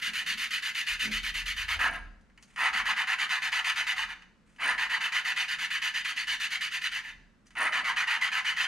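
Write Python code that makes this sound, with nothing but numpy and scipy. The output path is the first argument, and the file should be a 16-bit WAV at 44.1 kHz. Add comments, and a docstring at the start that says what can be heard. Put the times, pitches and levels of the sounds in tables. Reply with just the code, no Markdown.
"""Gritty to-and-fro scraping, close to a stereo microphone in a workshop: an engine valve lapped by hand.
A stick spun between the palms turns the valve; each stroke drags grinding compound over the seat and
rings the engine block, and the grit wears finer through a spell. In three short breaks the valve is
lifted and reseated with small ticks, then crunches and squeaks on fresh grains. Underneath, the machine
rocks under the hands; behind it are the room's short tail and a faint hiss."""
import sys
import numpy as np
from scipy import signal
from scipy.fft import rfft, irfft, next_fast_len
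from scipy.io import wavfile
from scipy.ndimage import uniform_filter1d, map_coordinates

SR = 44100
rng = np.random.default_rng(int(sys.argv[2]) if len(sys.argv) > 2 else 0)


def wav_out(sig):
    """Save sig, one row per channel (or a flat mono array), as 16-bit PCM at SR to the path in sys.argv[1]."""
    wavfile.write(sys.argv[1], SR, np.round(np.clip(np.atleast_2d(sig).T, -1, 1) * 32767).astype(np.int16))


N = 382347


def amp(db):
    return 10 ** (np.asarray(db) / 20)


def unit_rms(x):
    return x / np.sqrt(np.mean(x ** 2) + 1e-20)


def along(points, hz):
    """Read (freq_hz, value) points at hz, on a log frequency axis."""
    freqs, values = np.transpose(points)
    return np.interp(np.log(hz + 1), np.log(freqs + 1), values)


def filtered(x, response):
    """Pass x through a response given as a function of frequency."""
    size = next_fast_len(N + SR // 2)
    return irfft(rfft(x, size) * response(np.fft.rfftfreq(size, 1 / SR)), size)[..., :N]


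def coloured(x, spectrum):
    """Shape x by (freq_hz, gain_db) points."""
    return filtered(x, lambda hz: amp(along(spectrum, hz)))


def noise(spectrum):
    """Coloured noise of rms 1."""
    return unit_rms(coloured(rng.standard_normal(N), spectrum))


def wobble(rate):
    """A smooth random curve, rate knots a second."""
    return map_coordinates(rng.standard_normal(int(N * rate / SR) + 4), [np.arange(N) * rate / SR])


def add(track, start_s, sound):
    """Mix a sound in from start_s."""
    start = round(start_s * SR)
    sound = sound[max(-start, 0):]
    part = track[max(start, 0):][:len(sound)]
    part += sound[:len(part)]


def gestures(rows, attack_s, release_share=0.51):
    """Gain for (start_s, length_s, level_db) rows: each rises, holds and dies over a share of its length."""
    t = np.arange(N) / SR
    return sum(amp(db) * np.interp(t - s, [-attack_s, 0, length, length * (1 + release_share)], [0, 1, 1, 0])
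               for s, length, db in rows)


# The workshop's steady background: freq_hz, level_db
ROOM_TONE = [(25, -3.5), (200, 0), (400, -13), (800, -14.5), (1500, -10), (3000, -21.5), (8000, -29.5),
             (11000, -39), (15000, -53)]
def room_tone():
    """A faint low rush and hiss all round the microphone, partly shared by both channels."""
    hiss = unit_rms(coloured(rng.standard_normal((3, N)), ROOM_TONE))
    return amp(-71.0) * (hiss[0] + hiss[1:])


# Colour of the sound coming back from the room: freq_hz, gain_db
ROOM_COLOUR = [(200, -6.5), (2000, -11), (4000, -11.5), (7000, -11.5), (12000, -10)]
# Decay of the room: freq_hz, t60_s
ROOM_DECAY = [(200, 1), (1000, 0.56), (2500, 0.52), (6000, 0.61), (10000, 0.37), (14000, 0.4)]
def workshop_tail(source, hop=16384):
    """A smooth, diffuse room tail in which the treble dies first."""
    out = np.zeros((2, N))
    padded = np.pad(coloured(source, ROOM_COLOUR), (hop, 2 * hop))
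    for start in range(0, N + hop, hop):
        hz, t, bins = signal.stft(rng.standard_normal((2, 2 * hop)), SR, nperseg=256)
        decay = amp(-60 * t / along(ROOM_DECAY, hz)[:, None])
        tail = signal.istft(bins * decay, SR, nperseg=256)[1]
        tail = tail + 0.41 * tail[::-1]  # each side hears some of the other
        piece = padded[start:start + 2 * hop] * np.sqrt(np.hanning(2 * hop))
        wet = signal.fftconvolve(piece[None], tail / np.linalg.norm(tail[0]), axes=1)
        for channel, sound in zip(out, wet[:, max(hop - start, 0):]):
            add(channel, max(start - hop, 0) / SR + 0.003, sound)
    return out


def near_reflections(source, count=8, span_s=0.0072):
    """Faint early copies of the treble, different on each side, widen the scraping."""
    echoes = np.zeros((2, int(span_s * SR)))
    for channel in echoes:
        signs = rng.choice([-1, 1], count)
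        delays = rng.integers(len(channel) // 10, len(channel), count)
        channel[delays] = signs / np.sqrt(count)
    treble = coloured(source, [(1500, -7.5), (4000, 9.0), (8000, -2), (13000, 7.0)])
    return amp(-13.5) * signal.oaconvolve(treble[None], echoes, axes=1)[:, :N]


# Balance at the microphone: freq_hz, left_over_right_db
MIC_BALANCE = [(60, 1), (110, -2), (200, -3), (380, -3), (700, 0), (1290, -2), (2380, 1), (4400, 0),
               (8120, -0.5), (15000, -4.5)]
# Phase between its two sides: freq_hz, right_lead_rad
MIC_LEAD = [(100, 0.35), (300, 1), (800, 0.3), (2000, 0.57), (3300, 0.5), (5200, 0.95), (6800, 0.13),
            (15000, .05)]
def direct_path(source):
    """From close by, the sound reaches the right side of the microphone slightly earlier."""
    def response(hz):
        left = amp(along(MIC_BALANCE, hz) / 2) * np.exp(-0.5j * along(MIC_LEAD, hz))
        return np.array([left, 1 / left])
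    return filtered(source, response)


# The hands push on the machine: start_s, length_s, sway_db, panel_db
PUSHES = [(0.024, .32, -65, -62), (.92, .06, -54.5, -69), (1.051, 0.062, -62, -47.5),
          (1.15, 0.74, -46, -69), (1.848, 0.15, -63, -63), (2.712, 0.17, -59.5, -61),
          (3.97, 0.16, -61.5, -74), (4.702, 0.1, -63.5, -66), (5.567, 0.059, -66, -67),
          (7.094, 0.15, -61, -70.5), (7.603, 0.33, -76, -66)]
# Rumble of the swaying machine: freq_hz, level_db
SWAY_SPECTRUM = [(15, -22), (33, -20.5), (39, 5.5), (45, -14.5), (70, -13), (100, -23), (200, -69),
                 (500, -120)]
# Drone of its panels: freq_hz, level_db
PANEL_SPECTRUM = [(30, -31), (80, -30), (130, -8), (175, 0), (216, -1), (250, -4), (330, -13.5),
                  (480, -14.5), (900, -26), (2500, -120)]
# Soft knocks on the frame: start_s, level_db
KNOCKS = [(0.062, -47), (.32, -46), (1.041, -36)]
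# Resonances of the frame: pitch_hz, level_db, t60_s
FRAME_MODES = [(168, 7, 0.07), (216.8, 1, 0.36), (270, -5, 0.14), (375, -9, 0.27)]
def machine_rocking(sway_rest_db=-71.5, panel_rest_db=-69, push_attack_s=0.038, knock_rise_s=0.028):
    """Under the hands the machine sways, its panels drone faintly, and soft knocks ring the frame."""
    starts, lengths, sway_db, panel_db = np.transpose(PUSHES)
    sway = np.hypot(amp(sway_rest_db), gestures(zip(starts, lengths, sway_db), push_attack_s))
    panel = np.hypot(amp(panel_rest_db), gestures(zip(starts, lengths, panel_db), push_attack_s))
    out = sway * noise(SWAY_SPECTRUM) + panel * noise(PANEL_SPECTRUM)
    t = np.arange(SR // 2) / SR
    ring = sum(amp(db - 60 * t / t60) * np.sin(2 * np.pi * hz * t) for hz, db, t60 in FRAME_MODES)
    for start_s, level_db in KNOCKS:
        add(out, start_s, amp(level_db) * ring * (1 - np.exp(-t / knock_rise_s)))
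    return out


# The gloves shift in each break: start_s, length_s, level_db
GLOVE_RUBS = [(2.41, 0.04, -67.5), (2.48, 0.089, -67), (4.465, 0.22, -72), (7.462, 0.023, -69.5),
              (7.51, .04, -75)]
def glove_rubs():
    """Gloves slide on the stick with a faint, uneven rustle."""
    rustle = noise([(100, -59), (600, -11), (2000, 3), (4500, -11), (9000, -8.5), (11000, -22), (14000, -39)])
    return rustle * amp(1.9 * wobble(90)) * gestures(GLOVE_RUBS, attack_s=0.0075)


# Broad response of the engine block: freq_hz, gain_db
BLOCK_RESPONSE = [(330, -31), (450, -26.5), (650, -23), (900, -16), (1250, -3.5), (1800, 1), (2800, -3.5),
                  (3400, -13.5), (4600, -19.5), (5500, -25), (6800, -25.5), (8000, -31.5), (11000, -39.5),
                  (15000, -43)]
# Resonances of block and valve: pitch_hz, width_hz, above_response_db
BLOCK_MODES = [(760.8, 11.8, 18.5), (902, 41, 15.5), (1022, 54, 13), (1294, 48, 5.5), (1454, 42, 5),
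               (1626, 5.9, 11.5), (1748, 50, 10), (1846, 26, 8.5), (2007, 127, 10), (2258, 8.4, 11.5),
               (2470, 40, 8), (2663, 40, 6.5), (2878, 73, 6.5), (2990, 51, 11), (3180, 11, 10),
               (3613, 27, 12), (4027, 77, 10.5), (4414, 38, 13), (4532, 47, 12.5), (4830, 35, 12.5),
               (5060, 260, 8), (5923, 65, 15), (6280, 140, 11), (7042, 270, 9), (9400, 860, 13.5),
               (12120, 750, 11)]
def block_ring(low_hz, high_hz, size=8192, order=10):
    """The block's answer, of energy 1, to one grain that drives the given band."""
    hz = np.fft.rfftfreq(size, 1 / SR) + 1
    peaks = 1 + sum((amp(db) ** 2 - 1) / (1 + (2 * (hz - pitch) / width) ** 2)
                    for pitch, width, db in BLOCK_MODES)
    band = 1 / (1 + (low_hz / hz) ** order) / (1 + (hz / high_hz) ** order)
    gain = amp(along(BLOCK_RESPONSE, hz)) * np.sqrt(np.abs(peaks) * band)
    cepstrum = irfft(np.log(gain + 1e-6))
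    cepstrum[1:size // 2] *= 2  # causal: it rings only after the blow
    cepstrum[size // 2 + 1:] = 0
    ring = irfft(np.exp(rfft(cepstrum)))
    return ring / np.linalg.norm(ring)


# Light contacts of valve and stick: start_s, peak_db, treble_db
TICKS = [(2.211, -63, 4), (2.299, -58, -17), (2.376, -45.5, -14), (2.426, -44.5, 7), (2.509, -55, -16),
         (2.561, -31, -12.5), (4.221, -43.5, -18), (4.562, -51, -5), (7.468, -50, 12), (7.506, -46, -11),
         (7.553, -37, -17)]
def valve_ticks(click_t60_s=0.008, skid_t60_s=0.11):
    """The valve touches down with a click and a short gritty skid, which ring the block."""
    out, t = np.zeros(N), np.arange(SR // 10) / SR
    body, edge = block_ring(430, 3600), block_ring(5300, 10000)
    envelope = 1.3 * amp(-60 * t / click_t60_s) + amp(-60 * t / skid_t60_s)
    for start_s, peak_db, treble_db in TICKS:
        contact = rng.standard_normal(len(t)) * envelope
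        tick = signal.fftconvolve(contact, body + amp(treble_db) * edge)
        add(out, start_s, amp(peak_db) * tick / np.abs(tick).max())
    return out


# The valve settles on fresh compound: middle_s, length_s, crunch_db, squeak_db
CRUSHES = [(1.877, 0.36, -49, -56), (2.633, .18, -53, -52), (4.673, 0.18, -48, -47),
           (7.627, 0.16, -43.5, -46.5), (7.774, 0.3, -53, -65)]
# Crunch of breaking grains: freq_hz, level_db
CRUNCH_SPECTRUM = [(60, -65), (170, -29), (260, 0.5), (400, -10), (580, 0), (720, 8), (1000, -22),
                   (2500, -120)]
def grain_crushing(slips=10, slip_s=0.0098, squeak_hz=9220):
    """Fresh coarse grains break with a low crunch and squeak in short slips against the steel."""
    pressure, squeaks = np.zeros((2, N))
    slip_size = int(slip_s * SR)
    for middle_s, length_s, crunch_db, squeak_db in CRUSHES:
        add(pressure, middle_s - length_s / 2, amp(crunch_db) * np.hanning(int(length_s * SR)))
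        scatter = rng.standard_normal((slips, 3))
        for place, (late, detune, strength) in zip(np.linspace(-0.4, 0.3, slips), scatter):
            ragged_hz = squeak_hz * (1 + 0.012 * detune + 0.12 * rng.standard_normal(slip_size))
            slip = np.hanning(slip_size) * np.sin(2 * np.pi * np.cumsum(ragged_hz) / SR)
            gain = amp(squeak_db + 7.5 + 1.8 * strength) * np.cos(np.pi * place) ** 2
            add(squeaks, middle_s + place * length_s + 0.0034 * late, gain * slip)
    return pressure * noise(CRUNCH_SPECTRUM) + squeaks


def grit(per_s, spread_db, smear):
    """Grains crack at random over a smear of finer paste; none is much above the usual size."""
    sizes = amp(spread_db * np.minimum(rng.standard_normal(N), 1))
    cracks = (rng.random(N) < per_s / SR) * rng.choice([-1, 1], N) * sizes
    return unit_rms(unit_rms(cracks) + smear * rng.standard_normal(N))


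def contact_drift(scrape, depth_db, size=512):
    """The colour shifts in patches as the contact moves round the seat, while the loudness holds."""
    bins = signal.stft(scrape, nperseg=size)[2]
    patches = uniform_filter1d(rng.standard_normal(bins.shape), size=3, axis=0)  # across frequency
    patches = uniform_filter1d(patches, size=7, axis=1)  # across time
    patches -= uniform_filter1d(patches, size=13, axis=0)  # broad bands keep their level
    return signal.istft(bins * amp(depth_db * unit_rms(patches)), nperseg=size)[1][:N]


# Turns of the valve, each lasting until the next in its spell: start_s, pressure_db
STROKES = [(-.09, 10), (0.019, 0.5), (.133, .6), (0.262, 1), (0.375, 1), (0.506, 0.4), (.623, -0.5),
           (0.748, 0.5), (.866, 0.8), (0.993, 1.5), (1.113, .2), (1.231, -1), (1.341, -0.5), (1.457, -0.2),
           (1.564, -1.5), (1.681, -0.5), (1.792, -0.6), (1.922, -12.5), (2.56, -3), (2.729, -0.4),
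           (2.854, 0.5), (2.963, -1), (3.071, -0.3), (3.185, 0.2), (3.291, 0.3), (3.419, 0), (3.519, 1.3),
           (3.644, 1.6), (3.758, 0.5), (3.867, 1), (3.962, -1.6), (4.088, -8.5), (4.584, -3.5), (4.778, -1),
           (4.896, -1), (5.006, -1), (5.121, 0), (5.246, 0), (5.362, 0.3), (5.481, -0.6), (5.585, -0.7),
           (5.703, -.3), (5.817, 0.8), (5.939, -.8), (6.045, -0.5), (6.162, -1.3), (6.271, 0), (6.399, 1),
           (6.505, -0.4), (6.607, 0), (6.714, -0.7), (6.815, -0.5), (6.915, -2), (7.038, -10.5),
           (7.553, -5), (7.721, -1.3), (7.843, -1.5), (7.962, 0.3), (8.071, -0.5), (8.211, 0.5),
           (8.317, -0.6), (8.446, -0.1), (8.564, 0)]
# Spells of turns between breaks; the sharp share of the grit falls to 1/e in wear_turns:
# sharp_share, wear_turns, renewed_share, last_turn_s, sizzle_db
SPELLS = [(0.047, 9.2, 0.84, 0.085, 4.5), (0.93, 17.8, 0.23, 0.071, 0), (0.89, 9, 0.18, 0.12, 0),
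          (0.99, 15, 0, 0.14, -1.5)]
# The valve breaks loose, runs and slows to rest: stroke_share, level_db
SWING = [(0, -3), (.03, -0.5), (.12, 1.2), (.3, 2.5), (.55, 1.53), (.69, -2), (.8, -8.5), (.9, -24.5),
         (1, -15.5)]
# The first turn after a break swells as the hands bear down: stroke_share, level_db
FIRST_SWING = [(0, -15.5), (.12, -1.5), (.3, 3), (.66, 5), (.84, -3.5), (1, -23)]
def turns(break_s=0.3, lift_turns=3.36, renew_turns=2.2):
    """Yield each turn: the grit dulls, then new compound runs in as the valve lifts before a break."""
    strokes = np.array(STROKES)
    spells = np.split(strokes, np.flatnonzero(np.diff(strokes[:, 0]) > break_s) + 1)
    for spell, (sharp_at_start, wear_turns, renewed, last_turn_s, sizzle_db) in zip(spells, SPELLS):
        lengths = np.append(np.diff(spell[:, 0]), last_turn_s)
        for k, ((start_s, pressure_db), length_s) in enumerate(zip(spell, lengths)):
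            turns_left = len(spell) - 1 - k
            fresh = renewed * np.clip((lift_turns - turns_left) / renew_turns, 0, 1)
            sharp = sharp_at_start * np.exp(-k / wear_turns)
            sharp += (1 - sharp) * fresh
            swing = FIRST_SWING if k == 0 and start_s > break_s else SWING
            yield start_s, length_s, pressure_db, swing, sharp, fresh, sizzle_db


# The highest hiss, first to dip as the turn slows: stroke_share, gain_db
SIZZLE_SHAPE = [(0, -.5), (.45, 2.5), (.72, -7.5), (1, 9)]
def lapping(forward_db=0.8, darken_db=5, fresh_db=3.5, fine_slope=1.43, sizzle_slope=1.3):
    """Each turn drags grit over the seat: hiss follows the speed most steeply; slowing darkens it."""
    coarse, middle, fine, sizzle = np.zeros((4, N))
    grades = np.array([(-29, -51.5), (-29.5, -36), (-41, -40), (-68, -67.5)])  # sharp_db, worn_db
    for k, (start_s, length_s, pressure_db, swing, sharp, fresh, spell_db) in enumerate(turns()):
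        share = np.linspace(0, 1, int(length_s * SR))
        drive_db = pressure_db + np.interp(share, *np.transpose(swing))  # pressure and speed
        coarse_db, middle_db, fine_db, sizzle_db = grades @ [sharp, 1 - sharp]
        coarse_db += fresh_db * fresh  # new compound rolls under the lifted valve
        coarse_db += -forward_db if k % 2 else forward_db  # forward turns drag more coarse grit
        sizzle_db += spell_db + np.interp(share, *np.transpose(SIZZLE_SHAPE))
        add(coarse, start_s, amp(coarse_db + drive_db + darken_db * (share - 0.71)))
        add(middle, start_s, amp(middle_db + drive_db))
        add(fine, start_s, amp(fine_db + fine_slope * drive_db))
        add(sizzle, start_s, amp(sizzle_db + sizzle_slope * drive_db))
    chatter = amp(0.9 * wobble(70) + 0.5 * wobble(330))  # the valve rides unevenly on the grains
    rasp = unit_rms(chatter * grit(per_s=4000, spread_db=4.0, smear=0.51))
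    crackle = unit_rms(rasp + 0.48 * grit(per_s=900, spread_db=0.0, smear=0.68))
    fizz = unit_rms(rasp + 1.8 * grit(per_s=1100, spread_db=-1.0, smear=0.36))
    grind = unit_rms(chatter * grit(per_s=3000, spread_db=2.5, smear=0.53))
    layers = [(coarse * grind, block_ring(285, 1625)),
              (amp(-1.43) * middle * rasp, block_ring(1375, 3100)),
              (amp(0.58) * fine * crackle, block_ring(3078, 10320, order=12)),
              (amp(3.0) * sizzle * fizz, block_ring(10270, 20000, order=24))]
    scrape = sum(signal.oaconvolve(force, ring)[:N] for force, ring in layers)
    return contact_drift(scrape, depth_db=2.0)


def scene():
    """The work at the engine, close to the microphone, with the workshop behind it."""
    work = lapping() + grain_crushing() + valve_ticks() + glove_rubs() + machine_rocking()
    return room_tone() + workshop_tail(work) + near_reflections(work) + direct_path(work)


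def record(dry, top_hz=15200):
    """The recorder keeps nothing above its band limit."""
    return filtered(dry, lambda hz: hz < top_hz)


dry = scene()
out = record(dry)
wav_out(out)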